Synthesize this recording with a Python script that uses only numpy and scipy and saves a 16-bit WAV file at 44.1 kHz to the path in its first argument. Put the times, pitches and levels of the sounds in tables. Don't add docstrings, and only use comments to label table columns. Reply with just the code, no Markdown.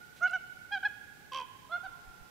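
import sys
import numpy as np
from scipy import signal
from scipy.fft import rfft, irfft
from scipy.io import wavfile
from scipy.ndimage import uniform_filter1d

SR = 44100
rng = np.random.default_rng(int(sys.argv[2]) if len(sys.argv) > 2 else 0)


def to_wav(sig):
    pcm = np.clip(np.atleast_2d(sig), -1, 1) * 32767
    pcm = np.round(pcm).astype(np.int16)
    wavfile.write(sys.argv[1], SR, pcm.T)


N = 101430
T = np.arange(N) / SR
BINS_HZ = np.fft.rfftfreq(N, 1 / SR)
JITTER_HZ = 125
ECHO_PAN_DB = -8


def from_db(db):
    return 10 ** (np.asarray(db) / 20)


def rms_one(x):
    return x / np.sqrt(np.mean(x ** 2) + 1e-20)


def at_hz(points, hz):
    f, value = np.transpose(points)
    return np.interp(np.log(np.maximum(hz, 1)), np.log(f), value)


def coloured(x, spectrum):
    return irfft(rfft(x) * from_db(at_hz(spectrum, BINS_HZ)), N)


def pan(db):
    gains = from_db(np.array([[.5], [-.5]]) * db)
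    return gains / gains.mean(axis=0)


def noise(spectrum):
    return rms_one(coloured(rng.standard_normal(N), spectrum))


def drift(hz):
    return rms_one(irfft(rfft(rng.standard_normal(N)) / (1 + (BINS_HZ / hz) ** 2), N))


def swells(rows):
    return sum(from_db(db) * np.exp(-((T - s) / half_s) ** 2) for s, half_s, db in rows)


def gesture(rows, fade_s=0.0028):
    s, *columns = np.transpose(rows)
    gate = np.clip(np.minimum(T - s[0], s[-1] - T) / fade_s + .5, 0, 1)
    return [gate] + [uniform_filter1d(np.interp(T, s, c), size=180) for c in columns]


# frequency_hz, relative_level_db
AIR_LEFT = [(20, -21), (60, -2.5), (110, 5), (350, -1), (600, -10), (1000, -13.5), (2000, -9),
            (5000, -19.5), (8800, -21.5), (9300, -34)]
AIR_RIGHT = [(20, -7), (110, 0.5), (350, -6.5), (600, -8.5), (1000, -16.5), (2000, -11), (9000, -19.5),
             (15000, -19.5)]
AIR_LEFT_DB, AIR_RIGHT_DB = -59.5, -57


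def quiet_air():
    left = from_db(AIR_LEFT_DB) * noise(AIR_LEFT)
    right = from_db(AIR_RIGHT_DB) * noise(AIR_RIGHT)
    return np.array([left, right])


# level_db (before wavering), left_minus_right_db
WHINE = [(-75.5, -5), (-74, -14)]
WHINE_HZ = 427


def distant_whine():
    side_turn = np.array([[0], [np.pi / 2]])
    whine = 0
    for k, (db, pan_db) in enumerate(WHINE, 1):
        phase = 2 * np.pi * np.cumsum(k * WHINE_HZ * (1 + 0.0033 * drift(15.0))) / SR
        level = np.sqrt(2) * from_db(db + 2 * drift(0.43))
        whine = whine + pan(pan_db) * level * np.sin(phase + side_turn)
    return whine


# frequency_hz, relative_level_db
ECHO_COLOUR = [(500, -10), (750, 3.5), (1050, 6), (1450, 2), (1700, 2.5), (3000, 8.5), (6000, -10),
               (12000, -10)]
# frequency_hz, t60_s
ECHO_T60 = [(500, 4.3), (1500, 2.58), (3000, 1.2), (6000, 0.56), (12000, 0.34)]
ECHO_DB, NEAR_ECHO_DB, NEAR_ECHO_T60_S = -15, -17, 0.13


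def forest(x):
    centres = [f for f, _ in ECHO_T60]
    sides = []
    for white in rfft(coloured(rng.standard_normal((2, N)), ECHO_COLOUR)):
        response = 0
        for (_, far_t60), share in zip(ECHO_T60, np.eye(len(centres))):
            band = irfft(white * at_hz(list(zip(centres, share)), BINS_HZ), N)
            for db, t60 in [(ECHO_DB, far_t60), (NEAR_ECHO_DB, min(NEAR_ECHO_T60_S, far_t60))]:
                equal_energy = np.sqrt(np.log(1e6) / (t60 * SR))
                response = response + band * from_db(db - 60 * T / t60) * equal_energy
        build_up = np.clip(T / 0.04, 0, 1)
        sides.append(signal.fftconvolve(x, response * build_up))
    return np.array(sides) * pan(ECHO_PAN_DB)


EARLIER_CALL_AGO_S, EARLIER_CALL_DB = 0.62, -4.5


def earlier_call_echo(first_call):
    ago = int(EARLIER_CALL_AGO_S * SR)
    return from_db(EARLIER_CALL_DB) * forest(first_call)[:, ago:ago + N]


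# centre_s, half_length_s, level_db
RUSTLES = [(.18, 0.026, -61.5)]
# frequency_hz, relative_level_db
RUSTLE_COLOUR = [(1500, -12), (3000, -2), (13000, -17)]


def rustling():
    return pan(ECHO_PAN_DB) * swells(RUSTLES) * noise(RUSTLE_COLOUR)


HARMONICS = (1, 3, 4, 5, 6, 7, 8, 9)
# frequency_hz, relative_level_db
RASP = [(1000, -18.5), (1500, -11), (3000, 1), (4500, -5), (10000, -21)]
RASP_DB, VOICE_DB = -47, 0.5
FUNDAMENTAL_FOLLOWS, OVERTONES_FOLLOW = 0.55, 1.12
TREBLE_FOLLOWS = 0.32
JITTER, SHIMMER_DB = 0.0042, 2.5
BEAK_WIDTH_HZ, TREBLE_FROM_HZ = 300, 3300


def note(curve, throat, beak_start_hz, beak_end_hz, beak_db, dulling_db_per_s):
    gate, hz, db = gesture(curve)
    start, end = curve[0][0], curve[-1][0]
    fundamental_hz = hz / 2
    phase = 2 * np.pi * np.cumsum(fundamental_hz * (1 + JITTER * drift(JITTER_HZ))) / SR
    effort_db = db - db.max()
    beak_hz = np.interp(T, [start, end], [beak_start_hz, beak_end_hz])
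    dulling_db = dulling_db_per_s * ((start + end) / 2 - np.clip(T, start, end))
    treble_db = dulling_db + TREBLE_FOLLOWS * effort_db
    voice = from_db(effort_db) * (np.sin(2 * phase) + from_db(RASP_DB) * noise(RASP))
    for k, level_db in zip(HARMONICS, throat):
        if k == 1:
            swell_db = FUNDAMENTAL_FOLLOWS * effort_db
        else:
            flare_db = beak_db * np.exp(-((k * fundamental_hz - beak_hz) / BEAK_WIDTH_HZ) ** 2)
            if k * fundamental_hz.min() > TREBLE_FROM_HZ:
                flare_db = flare_db + treble_db
            swell_db = OVERTONES_FOLLOW * effort_db + flare_db + SHIMMER_DB * drift(56)
        overtone = np.sin(k * phase + rng.uniform(0, 2 * np.pi))
        voice = voice + from_db(level_db + swell_db) * overtone
    return np.sqrt(2) * gate * from_db(VOICE_DB + db.max()) * voice


# time_s, pitch_hz (second harmonic), level_db (before VOICE_DB)
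NOTES = [
    [(.207, 1196, -56.5), (.22, 1406, -34), (.232, 1412, -25.5), (.253, 1464, -23.7), (.268, 1497, -27.5),
     (.279, 1410, -34), (.285, 1310, -45.5)],
    [(.303, 1390, -48), (.313, 1395, -55), (.319, 1411, -37), (.33, 1438, -47), (.335, 1501, -28),
     (.344, 1506, -31), (.362, 1481, -31), (.373, 1407, -42), (.38, 1400, -52)],
    [(.71, 1605, -60), (.724, 1624, -35), (.741, 1658, -32), (.753, 1588, -32), (.766, 1524, -38.5),
     (.781, 1520, -38), (.79, 1450, -86)],
    [(.824, 1626, -75), (.829, 1637, -39), (.834, 1596, -31.5), (.839, 1476, -34.5), (.846, 1534, -38),
     (.852, 1673, -26), (.866, 1665, -26), (.873, 1637, -32.5), (.88, 1400, -50)],
    [(1.693, 1230, -58), (1.708, 1302, -51), (1.724, 1388, -36.5), (1.745, 1396, -31), (1.764, 1434, -35),
     (1.783, 1335, -47.5)],
    [(1.832, 1408, -53), (1.838, 1506, -48), (1.853, 1571, -44.5), (1.865, 1480, -43), (1.873, 1445, -45)],
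]
THROATS = [(-19, -20.5, -30.5, -50, -53, -53, -43.5, -40), (-15, -18, -28.5, -38.5, -48.5, -41, -37, -42),
           (-8.5, -14, -19.5, -26, -28.5, -34, -42, -48), (-16.5, -19, -28, -28.5, -34.5, -48, -66, -62),
           (-14.5, -22.5, -32.5, -34.5, -29.5, -45, -45, -49), (-4.5, -20, -28, -30.5, -25, -44, -48, -52)]
# beak_start_hz, beak_end_hz, beak_height_db, treble_dulling_db_per_s, left_minus_right_db
NOTE_COLOURS = [(3940, 2800, 10.5, 301, -6.5), (3230, 2850, 7.5, -150, -4.5), (3210, 3660, 10.5, 60, -3.5),
                (3150, 3270, 7.5, 5, -3), (3505, 3100, 15.5, 326, -5.5), (4190, 3600, 6.5, 3, -4)]


def clear_notes():
    notes = [note(curve, throat, *colour[:-1])
             for curve, throat, colour in zip(NOTES, THROATS, NOTE_COLOURS)]
    placed = sum(pan(colour[-1]) * x for x, colour in zip(notes, NOTE_COLOURS))
    return notes, placed


# centre_s, half_length_s, level_db
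BREAKS = [(.279, 0.0083, -49.5), (.299, 0.005, -51.5), (.332, 0.0047, -56.5)]
# frequency_hz, relative_level_db
BREAK_COLOUR = [(1400, -23), (2700, 3), (3400, -10.5), (4100, -7), (9000, -33)]
BREAK_HZ, BREAK_JITTER = 685, .018


def voice_breaks():
    turns = np.cumsum(BREAK_HZ * (1 + BREAK_JITTER * drift(JITTER_HZ))) / SR
    pulses = np.diff(np.floor(turns), prepend=0)
    return swells(BREAKS) * rms_one(coloured(pulses - pulses.mean(), BREAK_COLOUR))


TICK_S, BILL_CLICK_DB, BILL_CLICK_DECAY_S = .309, -52, .003


def bill_click():
    age = T - TICK_S
    tick = noise([(1000, -27), (4000, -7), (8000, 4), (13000, -20)])
    return from_db(BILL_CLICK_DB) * tick * (age > 0) * np.exp(-abs(age) / BILL_CLICK_DECAY_S)


def ring(clicks, hz, t60):
    r, w = from_db(-60 / (t60 * SR)), 2 * np.pi * hz / SR
    return signal.lfilter([0, np.sin(w)], [1, -2 * r * np.cos(w), r * r], clicks + 1e-18)


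# time_s, pitch_hz (second harmonic), tone_db, rattle_db (each before its own mix)
CROAK = [(1.317, 1049, -54, -63), (1.321, 1049, -39.5, -52), (1.334, 1017, -42.5, -46),
         (1.357, 1082, -36, -47), (1.38, 1051, -39, -42.5), (1.404, 1015, -39.5, -53),
         (1.42, 995, -42, -54), (1.442, 990, -52, -74)]
# harmonic_number, relative_level_db
CROAK_HARMONICS = [(1, -18.5), (2, -0.5), (3, -19.5), (4, -24), (5, -16.5), (6, -20)]
# frequency_hz, relative_level_db, t60_s
RATTLE_MODES = [(2550, -5.5, 0.024), (3117, 6, 0.039), (3300, 3, 0.033), (4647, -5.5, 0.041),
                (5550, -8.5, 0.016)]
# frequency_hz, relative_level_db
RATTLE_NOISE = [(1000, -11.5), (1900, -12), (2250, 1.5), (3200, 0.5), (4300, -13), (4680, -14), (5150, -17),
                (5650, -2), (6400, -17), (7000, -23), (9400, -23), (12000, -43)]
RATTLE_START_S, RATTLE_HZ, RATTLE_SLOWS_HZ_PER_S = 1.3205, 80, 75
RATTLE_DB, RATTLE_NOISE_DB = -1, -3
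RATTLE_DECAY_S, RATTLE_UNEVEN_DB = .0045, 2
CROAK_BEND, CROAK_JITTER = 0.039, 0.01417
THROB_GROWS_PER_S = 8.3
THROB_LAG = 0.05


def croak():
    gate, hz, tone_db, rattle_db = gesture(CROAK)
    since_start = T - RATTLE_START_S
    rate = np.maximum(RATTLE_HZ - RATTLE_SLOWS_HZ_PER_S * since_start, 20)
    turns = np.cumsum(rate * (T >= RATTLE_START_S)) / SR
    cycle = turns % 1
    clicks = np.diff(np.ceil(turns), prepend=0)

    bend = CROAK_BEND * (.5 - cycle) + CROAK_JITTER * drift(JITTER_HZ)
    phase = 2 * np.pi * np.cumsum(hz / 2 * (1 + bend)) / SR
    tone = sum(from_db(db) * np.sin(k * phase) for k, (_, db) in enumerate(CROAK_HARMONICS, 1))
    throb = np.clip(THROB_GROWS_PER_S * since_start, 0, 1)
    throbbing = 1 - throb * np.cos(2 * np.pi * (cycle - THROB_LAG))
    tone = np.sqrt(2) * from_db(tone_db) * tone * throbbing

    rings = 0
    for k, (f, db, t60) in enumerate(RATTLE_MODES):
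        uneven_clicks = clicks * from_db(2 * rng.standard_normal(N))
        rings = rings + (-1) ** k * from_db(db) * ring(uneven_clicks, f, t60)
    burst = np.exp(-cycle / rate / RATTLE_DECAY_S) * (turns > 0)
    air = noise(RATTLE_NOISE) * burst * from_db(RATTLE_UNEVEN_DB * drift(RATTLE_HZ))
    sounding = gate > 0
    rattle = from_db(RATTLE_DB) * rings / rings[sounding].std()
    rattle = rattle + from_db(RATTLE_NOISE_DB) * air / air[sounding].std()
    return gate * (tone + from_db(rattle_db) * rattle)


# centre_s, half_length_s, level_db
PUFFS = [(1.884, 0.044, -60), (2.089, 0.022, -49.5), (2.219, 0.025, -56)]
# frequency_hz, relative_level_db
PUFF_COLOUR = [(15, 2.5), (40, 1), (70, -6), (2000, -80)]
PUFF_PAN_DB = 1


def wind_puffs():
    rumble = np.array([noise(PUFF_COLOUR), noise(PUFF_COLOUR)])
    return pan(PUFF_PAN_DB) * swells(PUFFS) * rumble


# frequency_hz, left_minus_right_db
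VOICE_BALANCE = [(500, -1), (750, -7), (1050, 2), (1500, 1.5), (2200, 3.5), (3000, -2), (6000, -5.5),
                 (12000, -3)]


def balance_voice(direct):
    return irfft(rfft(direct) * pan(at_hz(VOICE_BALANCE, BINS_HZ)), N)


CALL_ECHO_DB = [-1, -2.5, 3.5]
CROAK_ECHO_DB, CROAK_PAN_DB = -1, -4.5
FIRST_ECHO_S, FIRST_ECHO_DB = .04, -29


def scene():
    notes, placed_notes = clear_notes()
    low_croak = croak()
    hoarse = voice_breaks() + bill_click()
    direct = balance_voice(placed_notes + pan(CROAK_PAN_DB) * (low_croak + hoarse))

    carried = sum(from_db(CALL_ECHO_DB[i // 2]) * x for i, x in enumerate(notes))
    echo = forest(carried + hoarse + from_db(CROAK_ECHO_DB) * low_croak)[:, :N]
    earlier = earlier_call_echo(notes[0] + notes[1])
    delayed = np.interp(T - FIRST_ECHO_S, T, carried + low_croak)
    first_echo = from_db(FIRST_ECHO_DB) * pan(ECHO_PAN_DB) * delayed
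    background = quiet_air() + distant_whine() + rustling() + wind_puffs()
    return direct + first_echo + echo + earlier + background


CUTOFF_HZ = 15600


def record(dry):
    low_pass = signal.ellip(12, .1, 80, CUTOFF_HZ, fs=SR, output="sos")
    return signal.sosfilt(low_pass, dry)


dry = scene()
out = record(dry)
to_wav(out)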